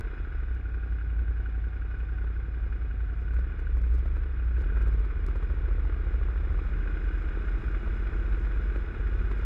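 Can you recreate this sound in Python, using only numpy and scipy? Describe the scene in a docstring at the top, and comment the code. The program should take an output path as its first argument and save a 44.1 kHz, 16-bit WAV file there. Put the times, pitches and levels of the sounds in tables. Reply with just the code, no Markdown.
"""On a flooded street, a V-twin motorcycle is heard from a camera housing mounted on the bike.
It winds down to idle, gets a few small blips and one big one, then pulls away slowly. Periodic impulses
excite resonators: firings boom in the pipe, knocks thud in the frame, valves clatter in the crankcase.
Bodywork hums, a thin whine wavers at idle, wind rumbles and tyres hiss through the water.
Drops tick on the housing, which creaks at the hardest shakes and now and then snaps."""
import sys
import numpy as np
from scipy import signal
from scipy.io import wavfile
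from scipy.ndimage import uniform_filter1d

SR = 44100
rng = np.random.default_rng(int(sys.argv[2]) if len(sys.argv) > 2 else 0)


def int16_out(signal):
    """Quantize to a 16-bit WAV file."""
    q = np.round(np.clip(np.atleast_2d(signal).T, -1, 1) * 32767)
    wavfile.write(sys.argv[1], SR, q.astype(np.int16))


N = 416744
T = np.arange(N) / SR

# Levels in all tables are relative: each layer applies its own gain.
# knocks in one four-stroke cycle: place_cycles, idle_thud_db, revved_thud_db, clack_db, jitter_s
CYCLE_KNOCKS = [(.01, -12, -13, -11, .0003), (.09, -16, -18, -9, .0003), (.26, -15, -5, -10, .0009),
                (.31, -11, -12, -7, .0002), (.385, -7, -6, -1, .0003), (.7, 2, 1, -13, .00005),
                (.745, -6, -18, -6, .0001), (.785, -3, -13, -8, .0001), (.85, -8, -11, -9, .0001),
                (.935, -11, -15, -10, .0002)]
# the housing's bright response to ticks and scrapes: frequency_hz, gain_db
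SHELL_SPECTRUM = [(500, -23.5), (1500, 5.5), (3000, 6), (5000, 3), (10000, -4.5), (15000, -15.5)]


def gain_of(db):
    """Amplitude ratio of a level in decibels."""
    return 10 ** (np.asarray(db) / 20)


def unit_rms(x):
    """Normalises the overall rms to 1."""
    return x / np.sqrt(np.mean(x ** 2) + 1e-20)


def steadied(x, size=8000):
    """Holds the short-term rms at 1 and keeps the single beats."""
    power = uniform_filter1d(uniform_filter1d(x ** 2, size), size)
    return x / np.sqrt(abs(power) + 1e-12)


def curve(table, column=1):
    """Interpolates one column of a time table at every sample."""
    columns = np.transpose(table)
    return np.interp(T, columns[0], columns[column])


def colour(x, spectrum, size=32768):
    """Minimum-phase filter with the given magnitude spectrum."""
    hz, db = np.transpose(spectrum)
    log_hz = np.log(abs(np.fft.fftfreq(size, 1 / SR)) + 1)
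    log_gain = np.log(gain_of(np.interp(log_hz, np.log(hz), db)))
    response = np.fft.ifft(np.exp(np.conj(signal.hilbert(log_gain)))).real
    return signal.oaconvolve(x, response[:size // 2])[:N]


def resonate(x, modes):
    """Modal superposition: each mode is a band-pass applied twice."""
    out = np.zeros(N)
    for hz, width_hz, db in modes:
        b, a = signal.iirpeak(hz, hz / (2 * width_hz), SR)
        out += gain_of(db) * signal.lfilter(b, a, signal.lfilter(b, a, x))
    return out


def noise():
    """White Gaussian noise."""
    return rng.standard_normal(N)


def wander(hz):
    """Random modulation of rms 1, mostly below the given rate."""
    return unit_rms(np.interp(2 * hz * T, np.arange(1024), rng.standard_normal(1024)))


def beats(turns, place, scatter_db, jitter_s):
    """Quasi-periodic impulses: one per engine cycle, scattered in strength and timing."""
    at = np.flatnonzero(np.diff(np.floor(turns - place)) > 0)
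    strength, lateness = rng.standard_normal((256, 2))[:len(at)].T
    at = np.clip(at + (lateness * jitter_s * SR).astype(int), 0, N - 1)
    out = np.zeros(N)
    out[at] = gain_of(scatter_db * np.minimum(strength, 1.3))
    return out


def strikes(table, column=1, delay_s=0):
    """One impulse per row, with its level in dB taken from the given column."""
    out = np.zeros(N)
    for row in table:
        out[round((row[0] + delay_s) * SR)] = gain_of(row[column])
    return out


def rattled(impulses, decay_s, bed):
    """Each impulse starts exponentially decaying noise, adding in power to a steady bed."""
    power = signal.lfilter([1], [1, -np.exp(-2 / (decay_s * SR))], impulses ** 2)
    return np.sqrt(power + bed ** 2) * noise()


def bursts(impulses, sigma_s, size):
    """Spreads each impulse into a noise burst with a Gaussian envelope."""
    return signal.oaconvolve(impulses, signal.windows.gaussian(size, sigma_s * SR), "same") * noise()


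def rider():
    """Engine speed and throttle: each blip winds the engine up, then it coasts back."""
    # winding down, idling, pulling away: time_s, speed_rpm, throttle_fraction
    ride = [(0, 2017.6, .5), (.3, 1584.2, 0), (.6, 1358.9, 0), (1.3, 1331.8, 0), (1.8, 1324.8, 0),
            (2.5, 1330.9, 0), (3, 1282.5, 0), (3.3, 1334, .03), (3.9, 1359.2, .09), (4.3, 1351, .13),
            (4.55, 1421.2, .2), (4.85, 1509.3, .48), (5.1, 1725.1, .7), (5.3, 1760.4, .85),
            (5.6, 1703.8, .87), (6.3, 1640.1, .9), (6.7, 1687.3, .76), (7.4, 1816.3, .55), (8, 1869.5, .6),
            (8.8, 1939.5, .65), (9.45, 1978.4, .7)]
    # added twists of the throttle: start_s, length_s, gained_rpm, opening_fraction
    blips = [(1.17, .15, 20, .5), (3.265, .373, 259, .5), (3.823, .46, 207, .6), (4.541, .349, 639, .5)]
    twist_s, rev_up_s, coast_rpm_per_s = .06, .189, 2200
    rpm, throttle = curve(ride), curve(ride, 2)
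    for start, length, gained_rpm, opening in blips:
        end = start + length
        rise = gained_rpm * (T - start) / rev_up_s
        fall = gained_rpm - coast_rpm_per_s * (T - end)
        rpm += np.clip(np.minimum(rise, fall), 0, gained_rpm)
        throttle += opening * np.clip(1 + np.minimum(T - start, end - T) / twist_s, 0, 1)
    return rpm, np.clip(throttle, 0, 1)


def exhaust(turns, throttle, pace):
    """Pipe resonance: two unevenly spaced firings drive a boom, with gas rumble and a bark under load."""
    # spectra of the pipe, the bark and the rough gas flow: frequency_hz, gain_db
    pipe_spectrum = [(12, -51.5), (22, -37), (30, -9), (40, 4), (50, 2), (59, 10.5), (68, 0.5), (80, -13.5),
                     (92, -11), (112, -22.5), (145, -26.5), (200, -34.5), (400, -53), (900, -100.5)]
    bark_spectrum = [(150, -23), (270, -5), (450, 10.5), (560, 1), (720, -14), (850, -3), (1020, -5.5),
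                     (1130, -4), (1400, 1), (2400, -27), (4000, -52.5)]
    rumble_spectrum = [(50, -30), (95, -4), (135, 5.5), (190, -2), (260, -16), (600, -60)]
    # envelope of the boom: time_s, level_db
    boom_levels = [(0.0, -30), (0.2, -31.5), (0.4, -26.5), (0.65, -30), (1.3, -23.5), (1.38, -27.5),
                   (3.22, -27), (3.38, -21), (3.53, -29), (3.8, -20.5), (4.38, -27), (4.58, -22),
                   (4.95, -20.5), (5.1, -26.5), (5.32, -23), (7.0, -26.5), (9.38, -24.5), (9.45, -26)]
    front_cycles, gap_cycles, pipe_lag_s, bark_lag_s = .93, .385, .009, .016
    front = beats(turns, front_cycles, scatter_db=.8, jitter_s=.0002)
    rear = beats(turns, front_cycles + gap_cycles, scatter_db=.8, jitter_s=.0002)
    firings = front + rear * np.interp(throttle, [.35, .9], [.95, .5])  # the front leads under load
    boom_db = curve(boom_levels)
    boom = np.roll(steadied(colour(firings, pipe_spectrum)), round(pipe_lag_s * SR))
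    boom *= gain_of(boom_db - 2.5 + .5 * wander(hz=8.4))
    puffs = unit_rms(firings ** 2) + 1.2 * unit_rms(rattled(firings ** 2, decay_s=.0042, bed=.018))
    bark = np.roll(steadied(colour(puffs, bark_spectrum)), round(bark_lag_s * SR))
    bark *= gain_of(-74.5 + 16.5 * throttle + 6 * pace)
    rumble = steadied(colour(noise(), rumble_spectrum)) * gain_of(-48.5 + 1.31 * (boom_db + 20))
    return boom + rumble + bark


def frame(turns, rev_octaves, throttle, pace):
    """Impact excitation: engine knocks ring frame and fairing, their balance shifting with speed."""
    # response of the frame: frequency_hz, gain_db
    frame_spectrum = [(70, -29.5), (130, -15.5), (190, -1), (250, 2.5), (330, 2.5), (440, 3.5), (540, -16),
                      (750, -23), (1200, -14.5), (2400, -26.5), (4000, -60)]
    # fairing resonances: frequency_hz, width_hz, gain_db
    fairing_modes = [(186, 17, -3), (323, 65, 0), (420, 43, -6.5), (672, 22, -9.5)]
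    revved = np.clip(rev_octaves / .3, 0, 1)
    blows = np.zeros(N)
    for place, idle_db, revved_db, _, jitter_s in CYCLE_KNOCKS:
        strength = gain_of(idle_db + revved * (revved_db - idle_db))
        blows += strength * beats(turns, place, scatter_db=.9, jitter_s=jitter_s)
    force = unit_rms(blows) + .28 * unit_rms(rattled(blows, decay_s=.008, bed=.07))
    thud = unit_rms(colour(force, frame_spectrum))
    fairing = gain_of(-6.5) * unit_rms(resonate(force, fairing_modes))
    level_db = -55.5 + 6.5 * rev_octaves + 1.5 * throttle + 1.5 * pace
    return steadied(thud + fairing, size=12000) * gain_of(level_db)


def valve_blows(turns, scatter_db):
    """The valve gear's impacts, repeating each cycle."""
    return sum(gain_of(db) * beats(turns, place, scatter_db, jitter_s=.0004)
               for place, _, _, db, _ in CYCLE_KNOCKS)


def valves(turns):
    """Modal ringing: valve impacts and a loose rattle excite the crankcase; a few clacks stand out."""
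    # crankcase resonances: frequency_hz, width_hz, gain_db
    crankcase_modes = [(1489, 87, 3.5), (1586, 35, -2), (1787, 43, -13), (2476, 70, -9.5), (2868, 64, -15)]
    # envelope of the clatter: time_s, level_db
    clatter_levels = [(0.0, -49), (1.72, -51.5), (1.95, -49), (2.53, -53), (2.68, -53.5), (3.18, -52),
                      (3.45, -48.5), (3.88, -56.5), (4.82, -46), (4.93, -54), (6.55, -51), (6.82, -46.5),
                      (8.9, -48.5), (9.45, -47.5)]
    # the hardest clacks: start_s, level_db
    clacks = [(0.833, -41), (0.923, -49), (0.985, -41), (1.0105, -49), (1.098, -46), (1.459, -38),
              (1.545, -43), (1.8194, -41), (1.941, -42), (2.0023, -38), (2.1842, -43), (2.7246, -38.5),
              (2.9103, -38), (3.2786, -42), (3.307, -43), (3.6698, -39.5), (4.567, -39), (4.699, -37),
              (4.8105, -39), (6.8745, -33.5), (6.97, -39), (7.1487, -38), (7.4826, -35), (8.345, -36),
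              (8.758, -45)]
    blows = valve_blows(turns, scatter_db=1.5)
    force = unit_rms(blows) + .9 * unit_rms(rattled(blows, decay_s=.014, bed=.15))
    clatter = steadied(resonate(force, crankcase_modes)) * gain_of(curve(clatter_levels) - 4)
    return clatter + gain_of(35.5) * resonate(strikes(clacks), crankcase_modes)


def idle_whine(throttle):
    """Phase modulation: a thin whine, perhaps the fuel pump, wavers at random beside a light chatter; both fade
    under load."""
    # the idle whine: time_s, pitch_hz, level_db
    whine_track = [(0, 768, -69), (.4, 747, -70.5), (.8, 773, -64), (1.15, 768, -66.5), (1.5, 756, -63),
                   (2, 760, -65), (2.6, 748, -66), (3.2, 728, -64.5), (3.5, 740, -75.5), (5, 776, -78),
                   (6, 778, -110)]
    # broad resonance of the light chatter: frequency_hz, width_hz, gain_db
    chatter_modes = [(750, 770, 0.0084)]
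    phase = 2 * np.pi * np.cumsum(curve(whine_track)) / SR + wander(hz=21.47)
    chatter = gain_of(-56.5) * (1 - throttle) * noise()
    whine = np.sin(phase) * gain_of(curve(whine_track, 2) + .93 * wander(hz=8.4))
    return whine + resonate(chatter, chatter_modes)


def final_drive(pace, throttle):
    """Tooth meshing: the rear drive's whine rises in pitch with pace and in level with load."""
    full_pace_hz = 402.5
    phase = 2 * np.pi * np.cumsum(full_pace_hz * pace) / SR + .7 * wander(hz=17)
    return (np.sin(phase) + gain_of(-5.5) * np.sin(2 * phase)) * gain_of(-76.5 + 18.5 * throttle)


def wash(turns, rev_octaves, water):
    """Modulated noise: engine rasp rides on the wet street's hiss and rings the housing's modes."""
    # spectrum of rasp and hiss: frequency_hz, gain_db
    wash_spectrum = [(150, -4.5), (500, 1.5), (1000, 0.5), (1150, 5.5), (1400, 7.5), (1900, 1.5), (2200, 2),
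                     (2500, -2.5), (2750, -7.5), (3100, -14.5), (3800, -12.5), (4300, -21), (4750, -35),
                     (7000, -47), (11000, -61)]
    # hollow resonances of the housing: frequency_hz, width_hz, gain_db
    housing_modes = [(2472, 36, 13.5), (2950, 140, 7), (3356, 110, 5.5), (3644, 59, 0.5), (4550, 26, -13),
                     (5048, 88, -5), (6950, 130, -17.5)]
    rasp = steadied(rattled(valve_blows(turns, scatter_db=6), decay_s=.012, bed=1))
    hiss = gain_of(4.5) * unit_rms(colour(rasp, wash_spectrum))
    rings = gain_of(-7) * unit_rms(resonate(rasp, housing_modes))
    return (hiss + rings) * gain_of(-62.5 + 3 * rev_octaves + 6 * water)


def spray(water):
    """Shot noise: droplets flung by the tyres fizz, flare in puddles and crackle in deep water."""
    # spectrum of the spray: frequency_hz, gain_db
    spray_spectrum = [(2500, -12.5), (4000, 0), (5500, 1), (7500, -3), (8500, -8.5), (11500, -9.5),
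                      (14000, -38)]
    # puddles under the front tyre: centre_s, half_length_s, boost_db
    puddles = [(3.22, .035, 15), (3.88, .03, 10), (4.12, .025, 6)]
    drops_per_s, splats_per_s = 3000, 110 * water ** 4
    arrivals = rng.random(N) < drops_per_s / SR
    drops = arrivals * gain_of(2.2 * np.minimum(rng.exponential(1, N), 4)) * noise()
    splats = (rng.random(N) < splats_per_s / SR) * rng.uniform(-1, 1, N)
    fizz = unit_rms(drops) + noise() + gain_of(-9) * unit_rms(splats)
    splash_db = sum(db * np.exp(-((T - centre) / half) ** 2) for centre, half, db in puddles)
    level_db = -100 + 22 * water + splash_db + .8 * wander(hz=9)
    return unit_rms(colour(fizz, spray_spectrum)) * gain_of(level_db)


def wind(pace):
    """Turbulence: low, lumpy buffeting grows as the bike gathers speed."""
    # spectrum of the buffeting: frequency_hz, gain_db
    wind_spectrum = [(12, -25), (24, -12), (32, -9), (45, -5), (60, -4.5), (100, -19), (150, -26),
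                     (500, -39.5), (1500, -91)]
    return unit_rms(colour(noise(), wind_spectrum)) * gain_of(-41.5 + 6.5 * pace + 1.4 * wander(hz=6.4))


def bodywork_hum(turns, rpm):
    """Forced vibration: shaft orders hum in the bodywork, one mix at idle and another when cruising."""
    # shaft orders: cycle_rate_multiple, idle_db, cruise_db
    orders = [(5, -60, -50), (6, -58, -46), (8, -47, -63), (13, -58, -62), (13.4, -80, -51), (17, -59, -68),
              (20, -80, -60), (21, -72, -56), (22, -72, -54), (27, -63, -63), (30, -62, -75),
              (31, -68, -62), (41, -85, -69), (42, -85, -71)]
    # cruising hum, greatest as engine speed meets the bodywork's resonance: time_s, strength_fraction
    cruise_swell = [(6.3, 0), (6.9, .75), (7.6, 1), (8.2, .85), (8.7, .55), (9.45, .35)]
    idling = np.interp(rpm, [1370, 1520], [1, 0])
    cruising = curve(cruise_swell)
    hum = np.zeros(N)
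    for order, idle_db, cruise_db in orders:
        amplitude = idling * gain_of(idle_db) + cruising * gain_of(cruise_db + .5)
        drift = 2 * np.pi * rng.random() + .6 * wander(hz=1.2) + .3 * wander(hz=9)
        hum += amplitude * gain_of(1.3 * wander(hz=5)) * np.sin(2 * np.pi * order * turns + drift)
    return hum


def drips():
    """Impulse response: each drop landing on the housing gives a bright tick."""
    # drop impacts: start_s, level_db
    landings = [(.5498, -44), (1.9895, -47), (5.85, -49.5), (6.1366, -46), (6.37, -48), (6.65, -50),
                (7.23, -51), (7.9, -52), (7.95, -53), (8.64, -51)]
    return colour(strikes(landings), SHELL_SPECTRUM)


def mount(boom):
    """Stick-slip friction: the mount creaks and knocks when shaken, and sizzles at the boom's peaks."""
    # the hardest shakes: start_s, creak_db, knock_db
    shakes = [(2.244, -79, -44), (3.337, -61, -46.5), (3.3894, -62, -45), (3.593, -61, -48.5),
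              (3.772, -60, -46), (3.8658, -72, -49), (3.942, -56, -53), (3.982, -60, -56),
              (4.059, -65, -43), (4.169, -64, -43.5), (4.583, -65, -45.5), (4.611, -59, -44.5),
              (4.7726, -63, -40.5), (4.8193, -56.5, -50), (4.8735, -58, -44), (4.931, -59, -60),
              (4.995, -61, -60), (5.0486, -64, -46), (5.286, -63, -43), (5.358, -59, -41.5),
              (5.429, -63, -44), (5.504, -67, -44), (5.688, -77, -43), (5.853, -70, -47), (5.898, -80, -42),
              (5.966, -80, -48), (6.039, -83, -51.5), (6.142, -69, -47), (6.546, -75, -44.5),
              (6.592, -77, -44), (6.689, -75, -42.5), (7.374, -76, -47), (7.875, -73, -44),
              (8.13, -75, -44.5), (8.471, -78, -41), (8.761, -62, -39.5), (9.3153, -57.5, -39.5),
              (9.386, -62, -56)]
    # spectrum of the mount's dull knock: frequency_hz, gain_db
    knock_spectrum = [(120, -12.5), (270, 8.5), (450, 8), (700, -6.5), (950, -3.5), (1300, -1),
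                      (2400, -15.5), (4000, -28), (6000, -50)]
    swing_back_s, sizzle_threshold_db = .0097, -16
    slips = strikes(shakes) + gain_of(.5) * strikes(shakes, delay_s=swing_back_s)
    scrape = gain_of(-1.5) * bursts(slips, sigma_s=.00078, size=801)
    wet_fizz = gain_of(-21.5) * bursts(slips, sigma_s=.011, size=4001)
    knocks = gain_of(12.5) * bursts(strikes(shakes, column=2), sigma_s=.0029, size=1201)
    strain = np.clip(abs(boom) / gain_of(sizzle_threshold_db) - 1, 0, .4)
    sizzle = gain_of(-64) * strain * noise()
    return colour(scrape + wet_fizz + sizzle, SHELL_SPECTRUM) + colour(knocks, knock_spectrum)


def snaps():
    """Transient excitation: each snap of the housing gives a sharp crack and a hollow thump."""
    # snaps of the housing: start_s, crack_db, thump_db
    events = [(3.5936, -51, -44), (3.772, -47, -39), (3.819, -42, -39), (4.1685, -58, -44),
              (4.626, -50, -35), (4.8193, -53, -39), (4.884, -52, -37), (5.2655, -33, -16)]
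    # spectrum of the thump: frequency_hz, gain_db
    thump_spectrum = [(60, -8), (170, 6), (300, 3), (600, -2.5), (1100, -9), (2000, -7.5), (4000, -30)]
    return colour(strikes(events), SHELL_SPECTRUM) + colour(strikes(events, column=2), thump_spectrum)


def scene():
    """Superposition: engine speed, throttle, pace and road water shape the running layers."""
    # the bike's pace: time_s, fraction_of_fastest
    pace_track = [(0, .66), (.6, .29), (3, .37), (4.5, .41), (5.05, .5), (5.5, .665), (6.1, .86),
                  (6.7, .96), (9.45, 1)]
    # water thrown up by the tyres: time_s, fraction_of_most
    water_track = [(0, 0.6), (.6, 0.1), (3, 0.2), (4.5, 0.4), (5.5, .58), (6.5, 0.8), (7.2, 0.95), (8, 1),
                   (8.9, .9), (9.45, .97)]
    idle_rpm, start_cycles = 1330, .577
    rpm, throttle = rider()
    pace, water = curve(pace_track), curve(water_track)
    rev_octaves = np.log2(rpm / idle_rpm)
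    turns = start_cycles + np.cumsum(rpm) / (120 * SR)  # engine cycles, two revolutions each
    boom = exhaust(turns, throttle, pace)
    engine = boom + frame(turns, rev_octaves, throttle, pace) + bodywork_hum(turns, rpm)
    machinery = valves(turns) + idle_whine(throttle) + final_drive(pace, throttle)
    street = wash(turns, rev_octaves, water) + spray(water) + wind(pace)
    housing = drips() + mount(boom) + snaps()
    return (engine + machinery + street + housing)[None]


def record(dry):
    """Destructive interference: echoes in the housing cut two bands; the camera limits the treble."""
    # notches of the housing: frequency_hz, width_hz
    notches = [(2715, 170), (3075, 260)]
    cutoff_hz = 15000
    for hz, width_hz in notches:
        dry = .25 * dry + .75 * signal.lfilter(*signal.iirnotch(hz, hz / width_hz, SR), dry)
    low_pass = signal.firwin(255, cutoff_hz, window=("kaiser", 9), fs=SR)
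    return signal.oaconvolve(dry, low_pass[None], "same")


dry = scene()
out = record(dry)
int16_out(out)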